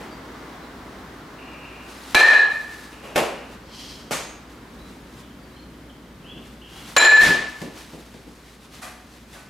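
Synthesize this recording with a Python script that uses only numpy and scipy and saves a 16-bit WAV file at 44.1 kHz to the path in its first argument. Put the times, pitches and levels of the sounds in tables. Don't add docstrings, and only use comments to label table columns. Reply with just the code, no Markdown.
import sys
import numpy as np
from scipy import signal
from scipy.fft import rfft, irfft
from scipy.io import wavfile
from scipy.ndimage import uniform_filter1d, map_coordinates

SR = 44100
rng = np.random.default_rng(int(sys.argv[2]) if len(sys.argv) > 2 else 0)


def store_wav(level_fs):
    pcm = np.round(np.clip(np.atleast_2d(level_fs), -1, 1) * 32767)
    wavfile.write(sys.argv[1], SR, pcm.T.astype(np.int16))


def gain_from_decibels(decibels):
    exponent = np.asarray(decibels, float) / 20
    return 10 ** exponent


N = 418509
TIME = np.arange(N) / SR

# (frequency [Hz], left-right correlation [-1..1])
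ROOM_LIKENESS = [(100, .8), (200, 0.94), (600, 0.78), (3000, 0.79), (9000, 0.78), (14000, 1)]


def unit(x):
    return x / np.sqrt(np.mean(x ** 2) + 1e-20)


def along(points, hz):
    f, v = np.transpose(points)
    return np.interp(np.log(hz + 1), np.log(f + 1), v)


def curve(rows, t):
    s, v = np.transpose(rows)
    return np.interp(t, s, v)


def wobble(rate_hz, size=N):
    knots = rng.standard_normal(int(size * rate_hz / SR) + 4)
    return map_coordinates(knots, [TIME[:size] * rate_hz])


def fade(t, start_s, end_s, edge_s):
    return np.clip((t - start_s) / edge_s, 0, 1) * np.clip((end_s - t) / edge_s, 0, 1)


def add(out, s, x):
    place = out[..., round(s * SR):][..., :x.shape[-1]]
    place += x[..., :place.shape[-1]]


def pair(size, spectrum, likeness):
    hz = np.fft.rfftfreq(size, 1 / SR)
    angle = np.arccos(np.clip(along(likeness, hz), -1, 1)) / 2
    noise = rfft(rng.standard_normal((2, size))) * gain_from_decibels(along(spectrum, hz))
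    mid, side = irfft(noise * [np.cos(angle), np.sin(angle)], size)
    return unit(np.array([mid + side, mid - side]))


def garage(spectrum, rise_s, direct_db, direct_t60_s):
    # (frequency [Hz], t60 [s])
    decay = [(150, 0.49), (400, 0.67), (1000, 0.74), (2800, 0.66), (7300, .55), (14000, 0.36)]
    size = 2 ** 15
    hz, frame_s, z = signal.stft(pair(size, spectrum, ROOM_LIKENESS), SR, nperseg=256)
    z = z * gain_from_decibels(-60 * frame_s / along(decay, hz)[:, None])
    tail = signal.istft(z, SR, nperseg=256)[1][:, :size]
    t = TIME[:size]
    build_up = 1 - np.exp(-t / rise_s)
    direct = gain_from_decibels(direct_db - 60 * t / direct_t60_s) * np.clip(3 * t / rise_s, 0, 1)
    return tail * (build_up + direct)


def blows(table, spectrum, direct_t60_s):
    out = np.zeros((2, N))
    for s, db, rise_s, direct_db, pan_db in table:
        gain = gain_from_decibels(db + np.array([[pan_db], [-pan_db]]) / 2)
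        add(out, s, gain * garage(spectrum, rise_s, direct_db, direct_t60_s))
    return out


def roomy(x, wet_db):
    tail = garage([(100, 0.0099), (16000, 0.00099)], rise_s=0.0023, direct_db=-37.0, direct_t60_s=0.01)
    tail = tail / np.linalg.norm(tail[0])
    wet = signal.fftconvolve(x[None], tail, axes=1)[:, :len(x)]
    return x + gain_from_decibels(wet_db) * wet


def ringing(modes, db, attack_s):
    t = TIME[:SR]
    tones = np.zeros(SR)
    for hz, level_db, t60_s in modes:
        strength_db = db + level_db + 2 * rng.standard_normal()
        tones += gain_from_decibels(strength_db - 60 * t / t60_s) * np.sin(2 * np.pi * hz * t)
    return tones * (1 - np.exp(-t / attack_s))


def outside():
    # (frequency [Hz], level [dB])
    air_colour = [(20, -39), (40, -8.5), (88, -10), (142, -6.5), (250, -4), (400, -13), (574, -17),
                  (900, -27), (1610, -24), (3070, -28), (7520, -37), (15000, -41.5), (15700, -54),
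                  (15900, -89)]
    # (frequency [Hz], level [dB])
    car_colour = [(120, -42), (200, -14), (264, -1), (601, -10.5), (1070, -7.5), (2110, -15), (2560, -21.5),
                  (3960, -22.5), (10500, -39), (13000, -40)]
    # (frequency [Hz], left-right correlation [-1..1])
    likeness = [(60, 0.99), (150, 1), (380, 0.96), (950, 0.68), (2380, 0.58), (5980, 0.49), (15000, 0.74)]
    # (time [s], level [dB])
    breeze = [(0, 0.5), (3, -1), (5, 1), (7, -0.5), (8, -5), (9.49, -2)]
    air_db = -45.5 + curve(breeze, TIME) + 0.94 * wobble(6)
    car_db = -40 - 1.82 * TIME + 0.56 * wobble(4.04)
    hum_db = -50 + 1.4 * wobble(2.46) + 1.6 * wobble(23)
    hum_hz = 59 + 0.67 * wobble(4.9)
    air = gain_from_decibels(air_db) * pair(N, air_colour, likeness)
    car = gain_from_decibels(car_db) * pair(N, car_colour, likeness)
    hum = gain_from_decibels(hum_db) * np.sin(2 * np.pi * np.cumsum(hum_hz) / SR)
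    return air + car + hum


def note(s, length_s, from_hz, to_hz, db, fade_db_per_s, trill):
    t = TIME[:round(length_s * SR)]
    slide_hz = to_hz + (from_hz - to_hz) * np.exp(-t / 0.03)
    hz = slide_hz * (1 + trill[round(s * SR):][:len(t)])
    level = gain_from_decibels(db - fade_db_per_s * t) * fade(t, 0, length_s, edge_s=0.008)
    return level * np.sin(2 * np.pi * np.cumsum(hz) / SR)


def birds():
    # (time [s], length [s], start [Hz], held pitch [Hz], level [dB])
    whistles = [
        (.11, .03, 4700, 4620, -51),
        (.58, .06, 4000, 4000, -58),
        (4.783, .13, 3880, 3970, -54),
        (5.394, .2, 4750, 4620, -64),
        (5.514, 0.17, 3750, 4260, -60),
        (6.239, 0.42, 2450, 3470, -46.5),
        (6.746, .12, 3150, 3460, -50),
    ]
    # (time [s], length [s], start [Hz], held pitch [Hz], level [dB])
    buzzes = [
        (1.38, 0.5, 2654, 2590, -48),
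        (2.919, 0.57, 2600, 2670, -52.5),
        (5.196, 0.077, 3220, 3230, -59),
        (6.241, 0.15, 2550, 2990, -52),
        (6.612, 0.2, 2850, 3030, -49.5),
    ]
    # (time [s], level [dB])
    chips = [
        (5.3, -53),
        (5.56, -52),
        (5.73, -55),
        (5.891, -53),
        (6.06, -58),
        (6.22, -54),
    ]
    chip_s, chip_top_hz, chip_low_hz = 0.021, 3520, 2850
    song = np.zeros(N)
    trill_hz = 80 + 20 * wobble(40)
    phase = 2 * np.pi * np.cumsum(trill_hz) / SR + 0.78 * wobble(150)
    zigzag = np.arcsin(np.sin(phase)) * 2 / np.pi
    falling = [(s, chip_s, chip_top_hz, 2 * chip_low_hz - chip_top_hz, db) for s, db in chips]
    for row in whistles + falling:
        add(song, row[0], note(*row, fade_db_per_s=58, trill=0 * zigzag))
    for row in buzzes:
        add(song, row[0], note(*row, fade_db_per_s=0, trill=0.1204 * zigzag))
    return roomy(song * gain_from_decibels(3.5 * wobble(70)), wet_db=0.1)


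def strokes(table):
    t = TIME[::64]
    s, db, rise_s, fall_s = np.transpose(table)[..., None]
    away = np.where(t < s, (s - t) / rise_s, (t - s) / fall_s)
    return np.interp(TIME, t, gain_from_decibels(db - 13 * away ** 1.16).sum(axis=0))


def shoes():
    # (peak time [s], level [dB], rise [s], fall [s])
    steps = [(1.9, -57, 0.038, 0.21), (2.14, -46, .25, 0.0093), (2.5, -48.5, .01, 0.63),
             (2.72, -55.5, 0.012, 0.21), (3.53, -56, .04, .04), (4.5, -58, .01, .13), (4.74, -63, .06, .08),
             (4.91, -58, .1, 0.14), (5.2, -56, .15, .06), (6.48, -58, 0.12, 0.088),
             (6.74, -56, 0.075, 0.22), (6.9, -47.5, 0.15, 0.18), (7.5, -51.5, 0.063, 0.23),
             (7.62, -54, 0.052, 0.071), (7.78, -49.5, 0.053, 0.22), (7.94, -62.5, 0.027, 0.19),
             (8.55, -58, 0.93, 0.054), (8.65, -55, 0.057, 0.043), (8.74, -50.5, 0.04, 0.24),
             (9.16, -56.5, 0.14, 0.14), (9.34, -54, 0.063, 0.14)]
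    # (peak time [s], level [dB], rise [s], fall [s])
    slides = [
        (3.77, -44, 0.071, 0.22),
        (3.91, -44.5, 0.17, 0.16),
    ]
    # (frequency [Hz], level [dB])
    scuff_colour = [(470, -16), (800, -1), (1180, -2.5), (1900, -3), (3340, -5), (3830, -4.5), (11700, -15),
                    (15000, -23), (16000, -29)]
    # (frequency [Hz], level [dB])
    drag_colour = [(1180, -31), (2000, -12), (2780, -8), (3260, 1), (3550, -10.5), (4190, -3), (5210, -5),
                   (7190, -14.5), (7840, -16.5), (13800, -25.5), (15500, -37), (16000, -67)]
    grain = gain_from_decibels(0.79 * wobble(300) + 1.1 * wobble(40))
    scuffs = gain_from_decibels(5.0) * strokes(steps) * pair(N, scuff_colour, ROOM_LIKENESS)
    drags = strokes(slides) * pair(N, drag_colour, ROOM_LIKENESS)
    return grain * (scuffs + drags)


def balls():
    bursts = [
        (2.152, -20.5, .002, 23, 0),
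        (2.164, -20.5, 0.0022, 14, 0),
        (7.17, -19, 0.048, -30, 0),
        (7.198, -12, 0.02, -30, 0.004),
        (7.25, -19.5, 0.0064, -25, 0.0033),
        (7.1, -25, 0.011, 6, 0),
        (2.825, -56, .006, 3, 0.0035),
        (7.616, -41, .004, 13, 0),
        (8.14, -52, .004, 9, 0),
    ]
    brushes = [
        (8.815, -34, 0.0079, -30, 0),
        (9.32, -39, 0.029, -30, 0),
    ]
    knocks = [
        (.001, -40, 0.0044, -13, 0.0046),
        (3.02, -33, 0.035, -30, 0.0067),
        (3.151, -37, .003, -1, 0),
        (3.158, -20, 0.0037, 5, 0),
        (3.176, -21, 0.0061, 6, 0.0066),
        (4.108, -32.5, 0.0052, 10, 0.014),
    ]
    taps = [
        (4.113, -24, 0.0094, -5, 0),
    ]
    bounces = [
        (7.265, -21.5, .01, -11, 3),
        (7.615, -30.5, 0.015, 5.5, -0.5),
        (7.933, -38.5, 0.014, 0, 0),
        (8.139, -45, .012, 1, 1),
        (8.268, -46.5, 0.014, 6, 1),
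        (4.75, -49.5, 0.0082, -4, 0),
        (4.9, -50, .01, 9, -3),
        (6.24, -45, 0.023, -2, -2),
        (6.36, -44, 0.015, -2, 0),
    ]
    # (frequency [Hz], level [dB])
    mesh_colour = [(1180, -0.5), (2000, 3.5), (4120, -1.5), (7250, -7.5), (11900, -14), (14500, -19),
                   (16000, -63)]
    # (frequency [Hz], level [dB])
    brush_colour = [(290, -37), (500, -6), (718, -3.5), (933, -9), (1190, -3), (1340, -6), (1980, -5.5),
                    (2230, -11), (2430, -7), (2690, -12), (3060, -12), (11600, -17), (16000, -34.5)]
    # (frequency [Hz], level [dB])
    knock_colour = [(35, -54), (60, -25), (389, -8.5), (579, -4.5), (698, -9), (767, -8.5), (1380, -16.5),
                    (2710, -17), (3760, -25), (11800, -32.5), (14900, -39), (16000, -63)]
    # (frequency [Hz], level [dB])
    tap_colour = [(88, -33), (150, -3.5), (334, -4.5), (662, -3), (1480, -4.5), (1630, -6.5), (2400, -4.5),
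                  (2700, -7.5), (7770, -10), (12900, -18), (16000, -34)]
    # (frequency [Hz], level [dB])
    thud_colour = [(47, -43), (80, -20), (167, -2.5), (253, 0.5), (504, -6.5), (853, -16), (1150, -20),
                   (1500, -41), (1950, -54), (3300, -120)]
    # (frequency [Hz], level over the room [dB], t60 [s])
    slab = [(165, 5, 0.13), (242, 8.5, 0.11), (321, -2, 0.1), (498, -4, 0.087), (643, -5, 0.068)]
    net = blows(bursts, mesh_colour, direct_t60_s=0.019) + blows(brushes, brush_colour, direct_t60_s=0.02)
    hard = blows(knocks, knock_colour, direct_t60_s=0.072) + blows(taps, tap_colour, direct_t60_s=0.18)
    soft = blows(bounces, thud_colour, direct_t60_s=0.09)
    for s, db, *_ in bounces:
        add(soft, s, ringing(slab, db, attack_s=0.005)[None])
    return net + hard + soft


def bat():
    # (time [s], room level [dB], build-up [s], direct burst [dB], left-right [dB])
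    cracks = [
        (2.146, -1.5, 0.0057, 1, 1.5),
        (2.149, -8, 0.0029, 11, -8),
        (6.964, -2, 0.0029, -13, -1),
        (6.969, -16.5, 0.0026, 7, -3),
        (6.98, -12.5, 0.004, 3, 11.5),
    ]
    # (frequency [Hz], level [dB])
    crack_colour = [(88, -31), (150, -27), (431, -7), (1140, -7), (1660, -6), (2760, -11), (4080, -14),
                    (4950, -18.5), (7320, -23.5), (12200, -30), (16000, -49)]
    # (time [s], pitch [Hz])
    swings = [
        [(2.146, 1688), (2.2, 1745), (2.255, 1822), (2.305, 1763), (2.35, 1706), (2.45, 1694), (2.6, 1733),
         (2.95, 1745)],
        [(6.964, 1689), (7.02, 1702), (7.055, 1794), (7.085, 1701), (7.125, 1742), (7.185, 1724), (7.225, 1800),
         (7.3, 1730), (7.9, 1745)],
    ]
    # (level [dB], undamped hold [s], t60 in the hands [s], age when edge-on [s])
    rings = [
        (2, .11, 0.52, 0.0855),
        (0.5, 0.17, 0.48, 0.15),
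    ]
    # (room level [dB], mirror wall level [dB])
    walls = [
        (-7, -7),
        (-7.5, -9.5),
    ]
    # (rest pitch [Hz], first hit [dB], second hit [dB], t60 [s], flutter [dB])
    barrel = [(2406, -10.5, -14, 0.47, 9), (2490, -9.5, -10, 0.59, 3), (3340, -21, -17, 0.24, 12),
              (4000, -5, -15, 0.41, 5.5), (4124, -11.5, -4.5, 0.52, 5), (4180, -18.5, -27, 0.57, 9),
              (7360, -39, -24, 0.33, 15.5)]
    # (time [s], modes as (frequency [Hz], level [dB], t60 [s]))
    touches = [
        (4.113, [(2390, -43, .28), (2440, -43, .3), (6300, -44, .3), (6550, -40, .45)]),
        (8.825, [(735, -49, .5), (1200, -49, .3), (1990, -53, .25), (2430, -55, .25), (8400, -62, .3), (9900, -56, .3), (11500, -60, .3)]),
        (9.35, [(1500, -52, .5)]),
    ]
    rest_hz, edge_dip_db, edge_s = 1745, 13, 0.0064
    age = TIME[:round(1.2 * SR)]
    pitches_hz = [rest_hz] + [mode[0] for mode in barrel]
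    out = blows(cracks, crack_colour, direct_t60_s=0.016)
    for k, (swing, (room_db, wall_db)) in enumerate(zip(swings, walls)):
        start_s, end_s = swing[0][0], swing[-1][0]
        heard_hz = curve(swing, start_s + age)
        travel_s = np.cumsum(heard_hz / rest_hz - 1) / SR
        top_db, hold_s, t60_s, edge_on_s = rings[k]
        ring_db = top_db - 60 * np.maximum(0, age - hold_s) / t60_s
        ring_db -= edge_dip_db * np.exp(-((age - edge_on_s) / edge_s) ** 2)
        levels_db = [ring_db + (1.35 + 5 * age) * wobble(38.0, size=len(age))]
        for mode in barrel:
            flutter_db = mode[4] * wobble(70.4, size=len(age))
            levels_db.append(mode[1 + k] - 60 * age / mode[3] + flutter_db)

        def ring(doppler_share):
            t = age + doppler_share * travel_s
            tones = sum(gain_from_decibels(db) * np.sin(2 * np.pi * hz * t) for hz, db in zip(pitches_hz, levels_db))
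            return fade(age, 0, end_s - start_s, edge_s=0.013) * tones

        add(out, start_s, roomy(ring(1), room_db) + gain_from_decibels(wall_db) * roomy(ring(-0.616), wet_db=-5.5))
    for s, modes in touches:
        add(out, s, roomy(ringing(modes, 0, attack_s=0.005), wet_db=4))
    return out


def scene():
    return (outside() + birds() + shoes() + balls() + bat()) * gain_from_decibels([[0.2], [-0.2]])


def held(need_db, climb_db_per_s):
    climb_db = climb_db_per_s * TIME
    return np.minimum.accumulate(need_db - climb_db) + climb_db


def low_pass(x):
    return signal.sosfilt(signal.butter(12, 16460, fs=SR, output="sos"), x)


def record(dry):
    top_hz = 16400
    dry = irfft(rfft(dry) * (np.fft.rfftfreq(N, 1 / SR) < top_hz), N)
    peak_db = 20 * np.log10(np.abs(dry).max(axis=0) + 1e-9)
    need_db = np.minimum(0, -4 - peak_db)
    slow_db = held(0.11 * need_db, climb_db_per_s=6.5) + held(0.18 * need_db, climb_db_per_s=3.0)
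    quick_db = held(np.minimum(0, need_db - slow_db), climb_db_per_s=255)
    gain_db = uniform_filter1d(slow_db + quick_db, size=65)
    mix = np.clip(dry * gain_from_decibels(gain_db), -1, 1)
    return low_pass(mix)


dry = scene()
out = record(dry)
store_wav(out)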